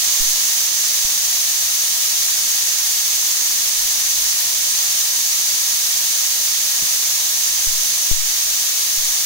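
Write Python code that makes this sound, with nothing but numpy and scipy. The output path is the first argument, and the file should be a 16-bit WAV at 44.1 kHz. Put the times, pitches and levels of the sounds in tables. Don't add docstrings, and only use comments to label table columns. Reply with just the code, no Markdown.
import sys
import numpy as np
from scipy import signal
from scipy.fft import rfft, irfft
from scipy.io import wavfile

SR = 44100
rng = np.random.default_rng(int(sys.argv[2]) if len(sys.argv) > 2 else 0)


def digitize_waveform(pressure):
    field = np.atleast_2d(pressure).T
    bounded = np.clip(field, -1, 1)
    quanta = np.round(bounded * 32767).astype(np.int16)
    wavfile.write(sys.argv[1], SR, quanta)


N = 407925
TIME, HZ = np.arange(N) / SR, np.fft.rfftfreq(N, 1 / SR)


# (frequency [Hz], relative spectral density [dB])
HISS_LEFT = [(250, -28.5), (520, -27.2), (700, -21.6), (1450, -21.6), (2300, -17.6), (3400, -12.3),
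             (5500, -7.2), (6150, -2.2), (6900, -10.9), (9500, -9.2), (13000, -9.8), (15700, -7.7)]
HISS_RIGHT = [(250, -27.3), (480, -27.3), (680, -22.3), (1480, -20.3), (1900, -13.6), (2600, -13),
              (3300, -8.9), (5400, -6), (6100, -1), (6650, -.7), (7150, -3.6), (7700, -11.3), (9100, -9.3),
              (10200, -20.8), (15700, -11.2)]
# (frequency [Hz], bandwidth [Hz], peak gain [dB])
RESONANCES = [(2209, 30, 2.5), (3903, 28, 4), (4342, 48, 2.5), (4682, 18, 5), (5153, 18, 5), (5776, 38, 3),
              (6110, 30, 3), (6423, 27, 2), (6602, 60, 2), (8981, 22, 4), (11208, 43, 2.5), (11924, 50, 3),
              (12412, 27, 3), (13838, 18, 3.5)]
def jet(ripple_db=1.37, flutter_db=0.33, flutter_hz=25, low_cut_hz=130):
    resonance_db = sum(db / (1 + (2 * (HZ - hz) / width) ** 2) for hz, width, db in RESONANCES)
    hiss_db = np.array([curve(HISS_LEFT), curve(HISS_RIGHT)])
    colour_db = hiss_db + resonance_db + ripple_db * echo_ripple(decay_s=0.054)
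    efficiency = HZ ** 2 / (HZ ** 2 + low_cut_hz ** 2)
    hiss = unit_rms(irfft(port_noise() * gain_of(colour_db) * efficiency, N))
    flutter = unit_rms(irfft(white_spectra(count=1) / (1 + (HZ / flutter_hz) ** 2), N))
    return hiss * gain_of(jet_level_db() + flutter_db * flutter)


# (time [s], level change [dB])
HISS_DIPS = [(.73, -2), (2.77, -1.6), (3.73, -1.7), (4.57, -1), (6.57, -1.1)]
def jet_level_db(left_db=-15.35, right_db=-15.8, sag_db_per_s=.015, dip_half_s=.06):
    left, right = port(side=0), port(side=1)
    sagging = left * left_db + right * right_db - sag_db_per_s * TIME
    settling = 1.9 * np.exp(-TIME / .5)
    late_drop = -.5 * np.clip((TIME - 7.6) / .6, 0, 1)
    dips = sum(db * np.exp(-2 * ((TIME - s) / dip_half_s) ** 2) for s, db in HISS_DIPS)
    return sagging + right * (settling + late_drop) + left * dips


def echo_ripple(decay_s):
    envelope = (TIME > .001) * np.exp(-TIME / decay_s) / np.sqrt(TIME + .001)
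    echoes = rng.standard_normal((2, N)) * envelope
    return unit_rms(rfft(echoes).real)


# (frequency [Hz], coherence [0-1])
COHERENCE = [(60, 0.36), (300, 0.62), (750, 0.6), (1050, 0.18), (1600, 0.7), (2800, 0.24), (5000, 0),
             (6200, 0.2), (8000, 0.06), (15000, 0)]
# (frequency [Hz], phase lead [rad])
PHASE_LEAD = [(100, -0.5), (1000, -0.11), (2000, 1.5), (2900, 3), (4200, 5.5), (5200, 9), (6100, 11.5),
              (7000, 13.5), (9000, 17)]
def port_noise():
    shared, independent = white_spectra(count=2)
    coherence = np.clip(curve(COHERENCE), 0, 1)
    left = shared * np.exp(1j * curve(PHASE_LEAD))
    right = coherence * shared + np.sqrt(1 - coherence ** 2) * independent
    return np.array([left, right])


# (time [s], level [dB], leak time constant [s], rise exponent [-], port [0 left, 1 right])
POPS = [(.203, -16.6, .024, 1.0, 1), (1.048, -23.5, .009, .2, 0), (7.671, -16, .026, .85, 0),
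        (8.1135, -7.7, .028, .68, 0), (8.974, -22.6, .022, 1.2, 0)]
def pops(swing_s=.043, cutoff_hz=2200):
    pressure = np.zeros((2, N))
    for s, db, leak_s, exponent, side in POPS:
        age = np.maximum(TIME - s, 0)
        snap = gain_of(db) ** 2 * (age > 0)
        rise = (age / swing_s) ** exponent + snap
        pulse = rise * (1 - age / swing_s) * np.exp(-np.minimum(age, 1) / leak_s)
        pressure += port(side) * gain_of(db) * pulse / pulse.max()
    return signal.sosfilt(signal.butter(2, cutoff_hz, fs=SR, output="sos"), pressure + 1e-12)


def muffling(db_per_power=19, hold_s=0.18):
    load = np.zeros((2, N))
    for s, db, _, _, side in POPS:
        progress = np.clip((TIME - s) / hold_s, 0, 1)
        load += port(side) * gain_of(db) ** 2 * np.sqrt(np.abs(np.sin(np.pi * progress)))
    return gain_of(-db_per_power * load)


# (time [s], level [dB], frequency [Hz], 60 dB decay time [s])
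IMPACTS = [(6.8237, -25, 170, .018), (6.828, -33.5, 380, .025), (6.836, -30, 140, .02)]
def knock():
    vibration = np.zeros(N)
    for s, db, hz, t60 in IMPACTS:
        age = np.maximum(TIME - s, 0)
        decay_db = 60 * np.minimum(age / t60, 2)
        vibration += gain_of(db - decay_db) * np.sin(2 * np.pi * hz * age)
    return vibration


# (time [s], half duration [s], level [dB], port [0 left, 1 right])
DRAUGHTS = [(1.29, 0.087, -46, 1), (3.84, 0.2, -40.5, 1), (4.25, 0.27, -44.5, 1), (7.5, 0.25, -45, 1),
            (8.5, .3, -49, 0)]
# (frequency [Hz], relative spectral density [dB])
WIND_SPECTRUM = [(10, -4), (35, -6), (70, -8.5), (130, -31), (400, -45), (1500, -80)]
def draughts():
    swells = sum(port(side) * gain_of(db) * np.exp(-2 * ((TIME - s) / half_s) ** 2)
                 for s, half_s, db, side in DRAUGHTS)
    wind = unit_rms(irfft(white_spectra(count=2) * gain_of(curve(WIND_SPECTRUM)), N))
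    return swells * wind


# (frequency [Hz], relative spectral density [dB])
ROOM_SPECTRUM = [(15, -6.5), (40, -0.5), (80, -4.5), (130, -4), (220, -7.5), (400, -20), (1000, -50)]
def workshop(rumble_db=-54.5, hum_db=-63.5, hum_hz=59.6):
    rumble = unit_rms(irfft(port_noise() * gain_of(curve(ROOM_SPECTRUM)), N))
    hum = unit_rms(np.sin(2 * np.pi * hum_hz * TIME))
    return gain_of(rumble_db) * rumble + gain_of(hum_db) * hum


def gain_of(db):
    return 10 ** (np.asarray(db) / 20)


def unit_rms(x):
    return x / np.sqrt(np.mean(x ** 2, axis=-1, keepdims=True) + 1e-20)


def curve(points):
    hz, value = np.transpose(points)
    return np.interp(np.log(HZ + 1), np.log(hz + 1), value)


def white_spectra(count):
    return rfft(rng.standard_normal((count, N)))


def port(side):
    return np.array([[side < .5], [side >= .5]], float)


def scene():
    return (jet() + workshop()) * muffling() + pops() + knock() + draughts()


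def record(dry, cutoff_hz=15790):
    low_pass = signal.firwin(2047, cutoff_hz, window=("kaiser", 9), fs=SR)
    return signal.oaconvolve(dry, low_pass[None], "same")


dry = scene()
out = record(dry)
digitize_waveform(out)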